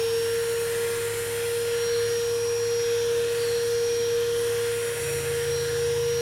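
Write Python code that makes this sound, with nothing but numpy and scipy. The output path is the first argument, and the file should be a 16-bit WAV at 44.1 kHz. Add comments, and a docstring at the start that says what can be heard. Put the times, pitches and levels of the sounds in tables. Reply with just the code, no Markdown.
"""A battery hand vacuum runs on a gritty table mat: its spinning fan hums and whines, air rushes
through it and sand ticks up the nozzle, whose lip whistles now and then. At 1 s it is pushed close
and the rush brightens. Drawn back, the nozzle seals on the mat at 2.5 s and sounds hollow.
A small push follows at 3.4 s, then a looser seal. Near 5 s the tool comes close once more
and is drawn away, while the low hum of the workshop, there all along, swells."""
import sys
import numpy as np
from scipy import signal
from scipy.fft import rfft, irfft, next_fast_len
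from scipy.io import wavfile
from scipy.ndimage import uniform_filter1d, map_coordinates

SR = 44100
rng = np.random.default_rng(int(sys.argv[2]) if len(sys.argv) > 2 else 0)


def output_pcm(signal):
    """Save a mono or channel-first signal as 16-bit PCM at the path in sys.argv[1].

    Samples are clipped to [-1, 1] before scaling.
    """
    pcm = np.clip(np.atleast_2d(signal).T, -1, 1) * 32767
    wavfile.write(sys.argv[1], SR, np.round(pcm).astype(np.int16))


N = 273861
TIME = np.arange(N) / SR  # seconds

START_HZ, FULL_HZ, RUN_UP_S, CREEP_HZ_PER_S = 458.5, 468.6, .55, .3  # the shaft speeds up a little
HUM_FAR_DB, HUM_NEAR_DB = -25, -28.5
BLADES, WHINE_FAR_DB, WHINE_NEAR_DB = 12, -40, -56  # up close, the vents aim the whine past us
# The hum dips briefly. Each row: time in seconds, half length in seconds, change in dB.
HUM_DIPS = [(1.143, .03, -3), (1.308, 0.091, -3.5), (2.583, .03, -2.5), (4.947, 0.021, -3),
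            (5.065, .05, -4), (5.22, 0.025, -3.5), (5.65, .1, -1.5)]
# The motor's higher tones. Each row: multiple of the shaft speed, level in dB when far, and when near.
MOTOR_OVERTONES = [(2, -59, -53), (3, -52.5, -49), (4, -58.5, -53.5), (6, -59.5, -55.5), (7, -59, -55.5),
                   (9, -56, -60), (11, -53, -56.5), (13, -59.5, -61), (14, -58, -65), (15, -62, -55),
                   (19, -63, -58), (20, -57, -58), (21, -60, -61), (22, -60, -55), (23, -62, -66),
                   (24, -61, -61), (26, -66, -66), (29, -66, -61), (30, -73, -64), (31, -68, -65)]

def motor(nearness, fade_db=4.0, fade_hz=1300, flutter_db=1.0):
    """Hum, blade whine and overtones follow the shaft; shifting echoes fade the overtones in and out."""
    run_up = (START_HZ - FULL_HZ) * np.exp(-TIME / RUN_UP_S)
    shaft_hz = FULL_HZ + run_up + CREEP_HZ_PER_S * TIME + .2514 * wobble(3)
    shaft_angle = turning(shaft_hz) + .016 * wobble(25)
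    dips_db = sum(db * bell(TIME, at, half) for at, half, db in HUM_DIPS)
    hum_db = HUM_FAR_DB + (HUM_NEAR_DB - HUM_FAR_DB) * nearness ** 2 + dips_db
    out = tone(shaft_angle, hum_db + .48 * wobble(12) + .45 * wobble(35))
    whine_db = WHINE_FAR_DB + (WHINE_NEAR_DB - WHINE_FAR_DB) * nearness + swell(BLADES)
    whine_db += 1.48 * (1 + nearness) * wobble(8) + flutter_db * wobble(40)
    out += tone(BLADES * shaft_angle, whine_db)
    for multiple, far_db, near_db in MOTOR_OVERTONES:
        hz = multiple * shaft_hz.mean()
        level_db = far_db + (near_db - far_db) * nearness + swell(multiple)
        level_db += fade_db * hz / (hz + fade_hz) * wobble(5.01)  # high tones fade deepest
        level_db += flutter_db * wobble(30)
        out += tone(multiple * shaft_angle + .49 * wobble(9), level_db)
    return out


# One motor tone stands out or sinks for a while.
# Each row: multiple of the shaft speed, time in seconds, half length in seconds, change in dB.
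TONE_SWELLS = [(12, 0.33, 0.35, 6), (12, 0.98, 0.26, -6), (12, 1.88, .13, 5.5), (12, 2.8, 0.042, 4.5),
               (12, 3.16, 0.16, -6.5), (12, 3.95, 0.14, 1), (12, 4.25, 0.11, -8), (12, 5.13, 0.16, 9),
               (12, 5.58, .075, 10.5), (12, 5.95, .17, 2), (11, 1.65, 0.088, 9), (11, 5.9, .2, 6),
               (22, 4.42, .07, 7), (22, 5.18, 0.27, 7.5), (24, 0.41, .35, 8), (29, .45, .45, 7)]

def swell(multiple):
    """How many dB louder or softer one motor tone is at each moment."""
    return sum(db * bell(TIME, at, half) for which, at, half, db in TONE_SWELLS if which == multiple)


# The rush of air before the tubes shape it. Each row: pitch in Hz, level in dB when far, and when near.
AIR_RUSH = [(228, -78, -76.5), (468, -72, -65.5), (714, -82, -76), (1300.0, -84.5, -76), (2300, -83.5, -77),
            (3540, -75.5, -79), (5070, -82, -81), (6440, -81, -80.5), (7800, -86, -80.5), (11160, -85, -77),
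            (12900, -90.5, -82), (15200, -96, -88)]
# Pitches at which the nozzle and housing ring.
# Each row: pitch in Hz, half width in Hz, boost in dB when far, and when near.
TUBE_RESONANCES = [(1020, 190, 7.5, 3), (1627, 170, 12, 8), (1972, 187, 5.5, 8), (2534, 200, 6.5, 5.5),
                   (3140, 270, 5.5, 4.5), (4200, 380, 3, 4), (5070, 250, 2.5, -2), (5720, 200, 5, 2.5),
                   (7580, 380, 2.5, 6), (9090, 380, 2.5, 9), (10900, 590, 1, 1)]
# The hollow sound of a fully sealed nozzle. Each row: pitch in Hz, half width in Hz, change in dB.
HOLLOW_TONE = [(845, 107, 3.5), (1160, 78, 3.5), (1850, 360, -2), (2400, 75, 7.5), (3220, 610, -6.5)]

def airflow(nearness, flow_db, grit_db=-10, patchy_db=1.86):
    """Swirling air and grit sound through the tubes, changing as the tool comes near or seals."""
    noise = white() + amp(grit_db) * filtered(grit(), lambda hz: hz / (hz + 2500))
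    hz, times, spectrum = signal.stft(noise, SR, nperseg=1024)  # short slices, split by pitch
    frame = np.minimum((times * SR).astype(int), N - 1)
    far_db, near_db = along(AIR_RUSH, hz)
    for centre, width, far_boost, near_boost in TUBE_RESONANCES:
        far_db += far_boost * bell(hz, centre, width)
        near_db += near_boost * bell(hz, centre, width)
    level_db = np.outer(far_db, 1 - nearness[frame]) + np.outer(near_db, nearness[frame])
    hollow_db = sum(db * bell(hz, centre, width) for centre, width, db in HOLLOW_TONE)
    level_db += flow_db[frame] + np.outer(hollow_db, seal()[frame])
    # Shifting echoes from table and body leave loud and soft patches in the rush.
    patches = uniform_filter1d(rng.standard_normal(spectrum.shape), size=5, axis=0)
    patches = uniform_filter1d(patches, size=24, axis=1)
    level_db += patchy_db * unit(patches)
    low_cut = hz ** 2 / (hz ** 2 + 110 ** 2)
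    return signal.istft(spectrum * amp(level_db) * low_cut[:, None], SR)[1][:N]


# The nozzle seals on the mat. Each row: time in seconds, half length in seconds, added tightness.
NOZZLE_SEALS = [(2.526, 0.19, 1), (3.854, .11, 0.54)]

def seal(skimming=.1):
    """How tightly the nozzle sits on the mat, from 0 (open) to 1 (sealed)."""
    pressed = sum(tightness * bell(TIME, at, half) for at, half, tightness in NOZZLE_SEALS)
    return np.clip(skimming + pressed, 0, 1)


# The tool is pushed out and drawn back. Each row: time of the turn in seconds,
# half length of the push in seconds, the same for the pull, nearness at the turn.
HAND_PUSHES = [(1.0, .63, 0.65, 0.92), (3.382, 0.11, 0.13, 0.43), (4.93, 0.33, 0.56, 0.92)]

def stroke(rest=.061):
    """How near the tool is, from 0 (far) to 1 (near): each push eases out from rest and back."""
    travel = sum((peak - rest) * bell(TIME, at, np.where(TIME < at, push, pull))
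                 for at, push, pull, peak in HAND_PUSHES)
    return np.clip(rest + travel, 0, 1)


# Sand skittering up the tube. Each row: pitch in Hz, relative level in dB.
SAND_HISS = [(1500, -50), (4000, 1), (7000, -8), (9200, 9), (11000, 4.5), (13500, -3), (16000, -13)]
# The nozzle's throat roaring. Each row: pitch in Hz, relative level in dB.
THROAT_ROAR = [(600, -40), (1300, -15), (1700, 1.5), (2100, -4.5), (2500, -11), (3200, -2.5), (4000, -15),
               (7000, -35)]
# The nozzle gulps a patch of sand.
# Each row: time in seconds, half length in seconds, hiss level in dB, roar level in dB.
SAND_GULPS = [(.27, 0.13, -49, -46), (.78, 0.13, -54, -46.5), (1.23, 0.12, -43.5, -50),
              (1.536, 0.096, -42.5, -55), (1.78, 0.11, -54, -43), (2.115, 0.087, -45.5, -62),
              (3.41, 0.1, -49, -44.5), (3.67, .054, -44.5, -60), (4.462, .078, -45, -66),
              (4.724, .08, -52, -44.5), (5.08, 0.099, -43, -49), (5.39, 0.11, -47.5, -40.5)]

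def gulps(grains_per_second=5000):
    """Each patch of sand hisses up the tube as a shower of grains and makes the throat roar."""
    hiss = unit(filtered(grit(grains_per_second), lambda hz: amp(along(SAND_HISS, hz)[0])))
    roar = unit(filtered(white(), lambda hz: amp(along(THROAT_ROAR, hz)[0])))
    return sum(bell(TIME, at, half) * (amp(hiss_db) * hiss + amp(roar_db) * roar)
               for at, half, hiss_db, roar_db in SAND_GULPS)


def grit(per_second=700, spread_db=2.0):
    """Sand grains click against the nozzle wall, many small and a few larger."""
    hits = rng.random(N) < per_second / SR
    size = amp(spread_db * np.minimum(rng.exponential(size=N), 3))
    sign = rng.choice([-1, 1], N)
    return unit(hits * size * sign) * np.sqrt(SR / 2)  # as strong as white()


# Whistles at the nozzle's lip.
# Each row: time in seconds, half length in seconds, pitch in Hz, half width in Hz, level in dB.
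LIP_WHISTLES = [(.85, 0.15, 2400, 60, -50), (1.43, 0.078, 2440, 60, -48), (1.93, 0.15, 4200, 150.2, -43),
                (3.42, 0.031, 4620, 130, -42), (3.529, 0.083, 4230, 130, -41.5),
                (3.89, 0.1, 2430, 55, -48.5), (5.033, 0.04, 4480, 80, -51), (5.16, 0.14, 2510, 80, -45),
                (5.62, 0.11, 4150, 130, -44)]

def lip_whistles():
    """Air blows over the tilted lip as it skims the mat, making short, breathy notes."""
    out = np.zeros(N)
    for at, half, pitch, width, db in LIP_WHISTLES:
        breath = unit(filtered(white(), lambda hz: np.sqrt(bell(hz, pitch, width))))
        out += amp(db) * bell(TIME, at, half) * breath
    return out


# The room's rumble. Each row: pitch in Hz, level in dB per Hz.
ROOM_RUMBLE = [(10, -87), (25, -80), (38, -71), (55, -75.5), (75, -70), (120, -71.5), (180, -74.5),
               (250, -84.5), (400, -84), (800, -120)]
# The workshop's low hums.
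# Each row: starting pitch in Hz, drift in Hz per second, level in dB before the swell, and after.
ROOM_HUMS = [(90.7, -.8, -66, -44.5), (105.2, .6, -45.5, -45.5), (147.1, -1.45, -55, -40)]

def workshop(swell_at_s=4.98, swell_s=.07, waver_db=1.0, sway_db=1.34):
    """Three low hums drift and throb against each other over the rumble; two swell together."""
    swollen = .5 + .5 * np.tanh((TIME - swell_at_s) / swell_s)
    out = filtered(white(), lambda hz: amp(along(ROOM_RUMBLE, hz)[0]))
    for hz, drift, before_db, after_db in ROOM_HUMS:
        level_db = before_db + (after_db - before_db) * swollen
        level_db += waver_db * wobble(9.1) + sway_db * wobble(1.53)
        out += tone(turning(hz + drift * TIME), level_db)
    return out


def amp(db):
    """Turn decibels into a number to multiply by."""
    return 10 ** (np.asarray(db) / 20)


def unit(x):
    """Scale x to an average strength (rms) of 1."""
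    return x / np.sqrt(np.mean(x ** 2) + 1e-20)


def along(table, hz):
    """Read each level column of a table at any pitch, sliding between its rows."""
    pitches, *columns = np.transpose(table)
    return [np.interp(np.log(hz + 1), np.log(pitches), column) for column in columns]


def bell(x, centre, half_width):
    """A smooth bump: 1 at the centre, about 0.6 at half_width to either side."""
    return np.exp(-.5 * ((x - centre) / half_width) ** 2)


def wobble(rate):
    """A smooth curve through `rate` random values a second."""
    values = rng.standard_normal(int(N * rate / SR) + 4)
    grid = np.linspace(0, N, 4096)
    curve = map_coordinates(values, [grid * rate / SR], mode="mirror")
    return np.interp(np.arange(N), grid, curve)


def filtered(x, gain):
    """Turn each pitch in x up or down by gain(hz)."""
    size = next_fast_len(N + SR // 4)
    hz = np.fft.rfftfreq(size, 1 / SR)
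    return irfft(rfft(x, size) * gain(hz), size)[..., :N]


def white():
    """An even hiss of 0 dB per Hz."""
    return rng.standard_normal(N) * np.sqrt(SR / 2)


def turning(hz):
    """The angle of something that turns hz times a second."""
    return 2 * np.pi * np.cumsum(hz) / SR


def tone(angle, db):
    """A pure tone at the given level, starting anywhere in its cycle."""
    return np.sqrt(2) * amp(db) * np.sin(angle + rng.uniform(0, 2 * np.pi))


def scene(near_flow_db=-1.5, flow_sway_db=-.34):
    """The tool is straight ahead, so left and right sound alike."""
    nearness = stroke()
    flow_db = near_flow_db * nearness + flow_sway_db * wobble(3.87)
    sound = motor(nearness) + airflow(nearness, flow_db) + gulps() + lip_whistles() + workshop()
    return np.array([sound, sound])


FAINT_HISS_DB, TOP_HZ = -109, 15850

def record(dry):
    """Add a very faint, even hiss, different in left and right, and cut everything above TOP_HZ."""
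    hiss = amp(FAINT_HISS_DB) * np.array([white(), white()])
    return filtered(dry + hiss, lambda hz: hz < TOP_HZ)


dry = scene()
out = record(dry)
output_pcm(out)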